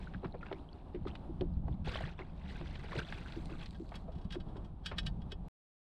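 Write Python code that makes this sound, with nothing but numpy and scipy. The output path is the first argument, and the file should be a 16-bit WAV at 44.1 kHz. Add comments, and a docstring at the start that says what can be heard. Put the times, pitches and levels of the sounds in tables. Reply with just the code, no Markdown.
"""A fish thrashes and is scooped up in a net beside a plastic kayak on open water.
Its splashes are clouds of ringing air bubbles and pattering drops. Small waves slap, thump and
glug against the hull while wind rumbles on the microphone. The lifted net streams water, then
its frame and the tackle clack. The sound stops dead shortly before the end."""
import sys
import numpy as np
from scipy import signal
from scipy.fft import rfft, irfft
from scipy.io import wavfile
from scipy.ndimage import uniform_filter1d

SR = 44100
rng = np.random.default_rng(int(sys.argv[2]) if len(sys.argv) > 2 else 0)


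def log_audio(samples):
    """Write samples as a 16-bit WAV file to the path given in sys.argv[1]."""
    # one column per channel
    frames = np.atleast_2d(samples).T
    # limit to full scale, then quantise
    limited = np.clip(frames, -1, 1)
    pcm = np.round(limited * 32767).astype(np.int16)
    wavfile.write(sys.argv[1], SR, pcm)


N = 260631
TIME = np.arange(N) / SR
EVENT_TIME = TIME[:SR // 4]  # the clock of one short sound
LEAD_S = .03  # time left for a faint swell of sound before a hit

# tone of a low, dull push of air or water: f/Hz, level/dB
BUFFET_TONE = [(40, -17), (75, 4.5), (105, -1.5), (135, 0.5), (170, 5), (205, -2), (250, -11.5),
               (400, -28.5), (800, -29.5), (2000, -63.5)]
# tone of fine spray: f/Hz, level/dB
SPRAY_TONE = [(700, -16.5), (1500, 9.5), (2500, 7.5), (4200, 3), (5300, -6.5), (6300, -15.5), (8500, -16.5),
              (10000, -26), (11000, -31), (14000, -28.5), (16000, -38)]


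def amp(db):
    """Turns decibels into a gain."""
    return 10 ** (np.asarray(db) / 20)


def unit(x):
    """Scales a sound to an average strength (rms) of 1."""
    return x / np.sqrt(np.mean(x ** 2) + 1e-20)


def unit_peak(x, size=176):
    """Scales a sound so its loudest few milliseconds have a strength of 1."""
    return x / np.sqrt(uniform_filter1d(x ** 2, size).max() + 1e-20)


def colour(x, tone, tilt_db=0, centre_hz=3000, focus_db=0):
    """Filters by a tone table; tilt brightens, and focus turns down pitches far from the centre."""
    hz = np.fft.rfftfreq(len(x), 1 / SR) + 1
    f, db = np.transpose(tone)
    octaves = np.log2(hz / centre_hz)
    gain_db = np.interp(np.log(hz), np.log(f), db) - 20 * np.maximum(np.log2(hz / f[-1]), 0)
    gain_db += tilt_db * np.clip(octaves, -2, 2) - focus_db * abs(octaves) ** 1.3
    return irfft(rfft(x) * amp(gain_db), len(x))


def drift(rate_hz, size=N):
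    """A smooth random wander; a higher rate makes it quicker."""
    hz = np.fft.rfftfreq(size, 1 / SR)
    return unit(irfft(rfft(rng.standard_normal(size)) * np.exp(-(hz / rate_hz) ** 2), size))


def envelope(rise, t60):
    """A soft start and a fade, both in seconds; t60 is the time to fall by 60 dB."""
    return (1 - np.exp(-EVENT_TIME / rise)) * np.exp(-np.log(1000) * EVENT_TIME / max(t60, 1e-3))


def hit_envelope(rise, t60, lead_db, lead):
    """A faint swell of sound, then a hit at LEAD_S that dies away."""
    fade_in = amp(lead_db) * np.exp(-abs(EVENT_TIME - LEAD_S) / lead)
    return fade_in + np.interp(EVENT_TIME - LEAD_S, EVENT_TIME, envelope(rise, t60))


def swell(start, rise, hold, t60):
    """The strength of a sound that grows, holds and dies away."""
    t = TIME - start
    fade = np.exp(-np.log(1000) * np.maximum(t - rise - hold, 0) / max(t60, 1e-3))
    return np.clip(t / max(rise, 1e-3), 0, 1) * fade


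def add(mix, start, sound):
    """Mixes a sound in at a time in seconds."""
    part = mix[max(round(start * SR), 0):][:len(sound)]
    part += sound[:len(part)]


def ring(hz, t60, glide, rise):
    """The fading note of a bubble or struck part; its pitch slides by the fraction glide."""
    pitch = hz * (1 + glide * np.minimum(EVENT_TIME / t60, 1))
    return envelope(rise, t60) * np.sin(2 * np.pi * np.cumsum(pitch) / SR)


def bubble_cloud(low_hz, high_hz, per_s, spread_db, cycles, count=64):
    """Many bubbles of random pitch and strength, each a short rising note."""
    out = np.zeros(N)
    for hz in np.geomspace(low_hz, high_hz, count):
        pitch = hz * rng.uniform(.97, 1.03)
        t60 = cycles * rng.uniform(.5, 1.5) / hz
        bubble = ring(pitch, t60, glide=rng.uniform(0, .3), rise=2 / hz)
        births = rng.random(N) < per_s / count / SR
        strengths = amp(spread_db * np.minimum(rng.exponential(1, N), 3))
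        out += hz * signal.oaconvolve(births * strengths, bubble[:SR // 16])[:N]  # hz evens the tone
    return unit(out)


def eddies(tone, lumps_db):
    """Swirling air: lumpy noise whose average strength stays even."""
    air = colour(rng.standard_normal(N), tone) * amp(lumps_db * drift(45))
    return air / np.sqrt(uniform_filter1d(air ** 2, SR // 9))


def wind(breeze_db=-46):
    """Large swirls of air rumble and small ones buffet the microphone, both growing with the wind."""
    # strength of the wind: t/s, level/dB
    strength = [(0, -43.5), (0.4, -45), (0.8, -49), (1.05, -41.5), (1.22, -45.5), (1.42, -38.5),
                (1.62, -36.5), (1.95, -40.5), (2.2, -45), (2.58, -41.5), (3.15, -44.5), (3.3, -44),
                (3.44, -41), (3.85, -45), (4.5, -41.5), (4.85, -45), (5.08, -37.5), (5.3, -42.3)]
    # tone of the large swirls: f/Hz, level/dB
    rumble_tone = [(12, -10.5), (22, 7.5), (32, 2.5), (50, 4.5), (70, 2.5), (90, -6), (130, -33.5),
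                   (300, -60)]
    gust_db = np.interp(TIME, *np.transpose(strength)) - breeze_db
    rumble = amp(-4.5 + 1.3 * gust_db) * eddies(rumble_tone, lumps_db=0.5)
    buffet = amp(-7.5 + 1.33 * gust_db) * eddies(BUFFET_TONE, lumps_db=2.5)
    return amp(breeze_db) * (rumble + buffet)


def wash(level_db=-56.5, waver_db=-2):
    """Small waves far away merge into a soft hiss."""
    # tone of the open water: f/Hz, level/dB
    tone = [(100, 2), (300, 5), (480, -4.5), (800, -1), (1200, -11.5), (2000, -27.5), (3700, -26),
            (5200, -38.5), (6500, -45), (9500, -40.5), (11000, -55.5), (16000, -55.5)]
    hiss = colour(rng.standard_normal(N), tone)
    return amp(level_db) * unit(hiss * amp(waver_db * drift(7.3)))


def patter(per_s, spread_db):
    """Drops of all sizes strike the surface, each a tiny click."""
    sizes = amp(spread_db * np.minimum(rng.exponential(1, N), 3)) * rng.choice([-1, 1], N)
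    return unit(sizes * (rng.random(N) < per_s / SR))


def splashes(spray_db=4, churn_db=-3, mist=0.62):
    """Thrown water patters and fizzes above the larger bubbles of the churned surface."""
    # the fish thrashes, the net digs in, lifts it and is shaken:
    # t/s, level/dB, rise/s, hold/s, t60/s, extra spray/dB
    moves = [(0.0, -66.5, 0.0029, 0.013, 0.44, 2.5), (0.4, -54.5, .01, 0.083, 0.22, -21),
             (0.683, -78.5, 0.041, 0.091, 0.1, -3), (1.063, -63.5, 0.0092, 0.017, .1, -2),
             (1.842, -49.5, 0.027, 0.11, 0.26, -5), (2.0, -52.5, 0.042, 0.057, 0.23, -9.5),
             (2.175, -62, 0.0091, .03, 1, -10.5), (2.35, -61.5, 0.15, 0.26, 0.27, -2.5),
             (2.786, -57, 0.012, 0.12, 0.085, -8), (2.924, -43.5, 0.031, 0.039, 0.18, -9.5),
             (3.028, -56, 0.065, 0.094, 0.46, -6), (3.26, -58, 0.03, 0.038, 0.63, -7.5),
             (3.49, -54.5, 0.01, 0.029, 0.25, -13), (3.585, -58.5, 0.017, 0.028, 0.16, -2)]
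    # tone of churned water: f/Hz, level/dB
    churn_tone = [(150, -10), (350, 11), (700, 4.5), (1500, 2.5), (2200, -17), (4000, -18.5), (8000, -40.5)]
    fizz = bubble_cloud(1400, 12000, per_s=3200, spread_db=5, cycles=23)
    drops = 0.1 * patter(per_s=780, spread_db=14)
    spray = unit(colour(fizz + drops + mist * rng.standard_normal(N), SPRAY_TONE))
    gurgle = bubble_cloud(330, 2600, per_s=700, spread_db=3.5, cycles=16)
    churn = unit(colour(gurgle + mist * rng.standard_normal(N), churn_tone))
    pips = bubble_cloud(900, 3200, per_s=110, spread_db=2, cycles=26)  # a few bubbles ring out
    surface = amp(churn_db) * (churn + amp(-7) * pips)
    water = np.zeros(N)
    for start, db, rise, hold, t60, extra_db in moves:
        water += amp(db) * swell(start, rise, hold, t60) * (surface + amp(spray_db + extra_db) * spray)
    clumps = unit(amp(2 * drift(39)))
    return water * clumps


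def ripples(level_db=-73.5, fade_db_per_s=7.5, end_s=2.7):
    """Little bubbles burst round the hooked fish in uneven surges, fading as it is led in."""
    fizz = bubble_cloud(1300, 5200, per_s=400, spread_db=3, cycles=17)
    pips = bubble_cloud(1500, 4200, per_s=50, spread_db=2.5, cycles=24)
    mist = .6 * rng.standard_normal(N)
    water = colour(fizz + amp(-5) * pips + mist, SPRAY_TONE, tilt_db=4.5)
    surging = unit(water * amp(4.5 * drift(14)))
    return amp(level_db - fade_db_per_s * TIME) * (TIME < end_s) * surging


def plinks(cycles=36):
    """Single bubbles ring alone, wobbling and rising in pitch as they near the surface."""
    # the largest single bubbles: t/s, level/dB, f/Hz
    bubbles = [(0.072, -49, 1430), (0.146, -44.5, 1550), (0.324, -58.5, 3900), (0.429, -45, 1327),
               (0.689, -59, 3080), (0.73, -57.5, 4300), (1.071, -44, 1213), (1.103, -57, 2630),
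               (1.113, -57, 3000), (1.946, -42, 2950), (1.956, -38.5, 1070), (1.972, -44, 3020),
               (1.987, -47, 1850), (2.038, -44, 1750), (2.19, -49, 2500), (2.219, -49.5, 2080),
               (2.919, -44.5, 1680), (2.928, -50, 1020), (3, -47, 1420), (3.017, -45, 1516),
               (3.049, -51, 3280), (3.26, -48.5, 1490), (3.535, -55.5, 1393)]
    out = np.zeros(N)
    for start, db, hz in bubbles:
        wobble = 1 + .4 * drift(400, size=len(EVENT_TIME))
        note = ring(hz, t60=cycles / hz, glide=0.2, rise=0.0006)
        add(out, start, amp(db) * unit_peak(wobble * note))
    return out


def slaps(gain_db=-2, grain_db=5):
    """A sheet of water lands as a quick clump of tiny impacts."""
    # water hits the hull, net and surface: t/s, relative level/dB, centre f/Hz, t60/s
    landings = [(0.137, -50, 1900, 0.088), (0.232, -39, 586, 0.069), (0.244, -40.5, 1270, 0.075),
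                (0.342, -41.5, 700, 0.064), (0.43, -56, 2140, 0.027), (0.465, -48, 1960, 0.021),
                (0.515, -36, 940, 0.019), (0.527, -38, 1750, 0.015), (0.947, -52.5, 2000, 0.099),
                (1.053, -42.5, 750, 0.023), (1.074, -49, 1560, 0.044), (1.081, -51, 3560, 0.05),
                (1.153, -46, 2940, 0.028), (1.41, -45.5, 3450, 0.026), (1.414, -38, 550, 0.068),
                (1.681, -41.5, 960, 0.028), (1.874, -35.5, 885, 0.058), (1.956, -36, 1480, 0.025),
                (2.19, -44, 1310, 0.11), (2.612, -44.5, 1470, 0.019), (2.754, -46.5, 2760, 0.04),
                (2.918, -44, 1570, 0.11), (3.124, -37.5, 2000, 0.033), (3.323, -47.5, 3270, 0.015),
                (3.457, -54, 9000, 0.0062), (3.659, -49.5, 4540, 0.038), (3.708, -57.5, 8000, .01),
                (3.891, -60, 7000, .012), (3.918, -42.5, 1140, 0.065), (3.941, -50, 1950, 0.14),
                (4.078, -51, 830, 0.26), (4.356, -42.5, 1070, 0.0049), (4.557, -52.5, 1000, 0.12),
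                (4.914, -39, 1410, 0.11)]
    # tone of a slap: f/Hz, level/dB
    tone = [(150, 19), (400, 32.5), (1500, 12.5), (4000, 7), (5300, -2), (6500, -13.5), (9000, -9.5),
            (11000, -33.5), (16000, -39)]
    out = np.zeros(N)
    for start, db, hz, t60 in landings:
        impacts = rng.standard_normal(len(EVENT_TIME))
        impacts *= amp(grain_db * rng.standard_normal(len(EVENT_TIME)))
        impacts *= hit_envelope(rise=0.00025, t60=t60, lead_db=-22, lead=0.0097)
        slap = colour(impacts, tone, centre_hz=hz, focus_db=7)
        add(out, start - LEAD_S, amp(db + gain_db) * unit_peak(slap))
    return out


def thumps():
    """The hollow hull answers a shove of water with a short, dull boom."""
    # shoves of water: t/s, level/dB, centre f/Hz
    shoves = [(0.149, -38.5, 137), (0.252, -41, 187), (1.011, -42.5, 128), (1.41, -40, 220),
              (1.566, -34, 109.4), (1.705, -32, 170), (1.865, -39, 60), (2.035, -35.5, 145),
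              (2.973, -37.5, 146), (3.14, -43, 70), (4.16, -44, 150), (4.25, -43.5, 110)]
    out = np.zeros(N)
    for start, db, hz in shoves:
        boom = colour(rng.standard_normal(len(EVENT_TIME)), BUFFET_TONE, centre_hz=hz, focus_db=5)
        boom *= envelope(rise=0.011, t60=0.064)
        add(out, start, amp(db) * unit_peak(boom, size=880))
    return out


def glugs():
    """Each small wave traps a pocket of air under the hull, which rings unevenly and sinks in pitch."""
    # trapped air pockets: t/s, level/dB, rough f/Hz, t60/s
    pockets = [(0.233, -47.5, 550, 0.023), (0.250, -38, 348, 0.034), (0.349, -43.5, 529, 0.048),
               (0.517, -39, 428, 0.096), (0.944, -38, 397, 0.069), (1.056, -35, 402, 0.054),
               (1.295, -41, 360, 0.047), (1.412, -31, 398, 0.07), (1.684, -42.5, 330, 0.14),
               (1.873, -45, 512, 0.16), (2.009, -39.5, 683, 0.032), (2.202, -42.5, 387, 0.085),
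               (2.610, -45, 376, 0.13), (2.955, -41, 386, 0.047), (3.364, -37.5, 347.4, 0.068),
               (3.512, -43.5, 340, 0.081), (3.802, -40.5, 344, 0.075), (4.084, -45.5, 688, 0.037),
               (4.359, -35.5, 381, 0.095), (4.558, -45.5, 419, 0.084), (5.322, -46.5, 413, 0.076)]
    # the notes of one pocket: pitch factor, level/dB, t60 factor
    notes = [(1, 5.5, 1.37), (1.5, -18, 1.78), (1.6, -12, 0.58), (0.792, -6, 2.5)]
    out = np.zeros(N)
    for start, db, hz, t60 in pockets:
        glug = np.zeros(len(EVENT_TIME))
        for ratio, note_db, life in notes:
            pitch = hz * ratio * rng.uniform(0.92, 1.0)
            glug += amp(note_db) * ring(pitch, t60 * life, glide=-.17, rise=0.0043)
        slosh = 1 + 0.49 * drift(150, size=len(EVENT_TIME))
        add(out, start - .002, amp(db) * unit_peak(glug * slosh))
    return out


def draining_net(start_s=2.6, full_s=3.29, end_s=4.03, fade_db_per_s=10.5):
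    """Fine drops tick and heavier drips plink from the lifted mesh, fading as it empties."""
    # tone of fine drops: f/Hz, level/dB
    tone = [(4000, 19), (5200, 0.5), (6300, -1.5), (8300, -1), (10000, -10), (11000, -13), (14000, -12)]
    drizzle = unit(colour(bubble_cloud(4000, 13000, per_s=2200, spread_db=3, cycles=20), tone))
    drips = bubble_cloud(1200, 2800, per_s=40, spread_db=2, cycles=24)
    ticks = unit(colour(patter(per_s=90, spread_db=5), tone, tilt_db=2.5))
    water = drizzle + amp(-5) * drips + amp(-3) * ticks
    flow = swell(start_s, rise=full_s - start_s, hold=end_s - full_s, t60=.1)
    return amp(-71 - fade_db_per_s * np.maximum(TIME - full_s, 0)) * flow * water


def frame_ring(force, bright_db, vary_db=2):
    """The struck net frame rings, cut short by wet mesh; each hit favours different notes."""
    # the frame's own notes: f/Hz, level/dB
    notes = [(1310, -4), (1590, 0.5), (1810, -2.5), (2240, -13), (2560, -2), (2990, 2.5), (3280, 6.5),
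             (3440, -5.5), (3620, -4), (3840, 1.5), (4030, -16), (4580, -2), (5080, -9.5), (5330, -7.5),
             (6250, -20.5), (7120, -23), (7950, -17.5), (8830, -24.5), (12100, -40.5)]
    out = np.zeros(len(force))
    for hz, db in notes:
        pitch = hz * (1 + .006 * rng.standard_normal())  # the shifting load bends the tuning
        note = signal.oaconvolve(force, ring(pitch, t60=.055, glide=0, rise=.0003))[:len(force)]
        out += amp(db + bright_db * np.log2(hz / 3000) + vary_db * rng.standard_normal()) * unit(note)
    return out


def clacks(crack_db=-5, rise=0.0017, lead_db=-21, lead=0.008):
    """A faint swell of sound leads into each hit; tackle clacks and chatters on the net frame."""
    # hits on the frame: t/s, level/dB, brightness/(dB per octave), chatter t60/s
    hits = [(3.745, -60, -8, 0.08), (3.954, -51, 6, 0.038), (4.305, -51, -2.5, 0.05), (4.321, -47, 0, 0.12),
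            (4.346, -58.5, 2, 0.029), (4.4, -57, -3, 0.064), (4.483, -70.5, -1, .15),
            (4.567, -60.5, -1, 0.03), (4.645, -64.5, 1.5, 0.071), (4.859, -39, 0.5, 0.052),
            (4.881, -53, -2.5, 0.17), (4.982, -34, -1, 0.058), (5.029, -61, -1.5, 0.062),
            (5.063, -41, 0.5, 0.068), (5.218, -60.5, -2.5, 0.016), (5.318, -45, 0, 0.03)]
    # tone of the contact noise: f/Hz, level/dB
    crack_tone = [(200, -15.5), (900, -18.5), (3500, -7.5), (5000, -13.5), (6500, -23.5), (9000, -27),
                  (12000, -39.5), (16000, -61.5)]
    reel_ticks = [(4.119 + k * .031, -67, 0, 0.092) for k in range(5)]  # faint and even
    out = np.zeros(N)
    for start, db, bright_db, t60 in hits + reel_ticks:
        contact = rng.standard_normal(len(EVENT_TIME)) * hit_envelope(rise, t60, lead_db, lead)
        # the ringing fades in faintly just before each clack
        push = rng.standard_normal(len(EVENT_TIME)) * hit_envelope(rise / 2, t60 / 2, lead_db, lead)
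        ringing = unit_peak(frame_ring(push, bright_db))
        crack = unit_peak(colour(contact, crack_tone, tilt_db=bright_db))
        add(out, start - LEAD_S, amp(db) * unit_peak(ringing + amp(crack_db) * crack))
    return out


def scene():
    """Open water gives no echo: every sound goes straight to the one microphone."""
    background = wind() + wash()
    water = thumps() + glugs() + plinks() + slaps()
    catch = splashes() + draining_net() + ripples() + clacks()
    return (background + water + catch)[None]


def record(dry):
    """The sound is switched off suddenly, and the highest treble is filtered away."""
    stop_s, cutoff_hz = 5.484, 15200
    lowpass = signal.firwin(511, cutoff_hz, window=("kaiser", 9), fs=SR)
    return signal.oaconvolve(dry * (TIME < stop_s), lowpass[None], "same")


dry = scene()
out = record(dry)
log_audio(out)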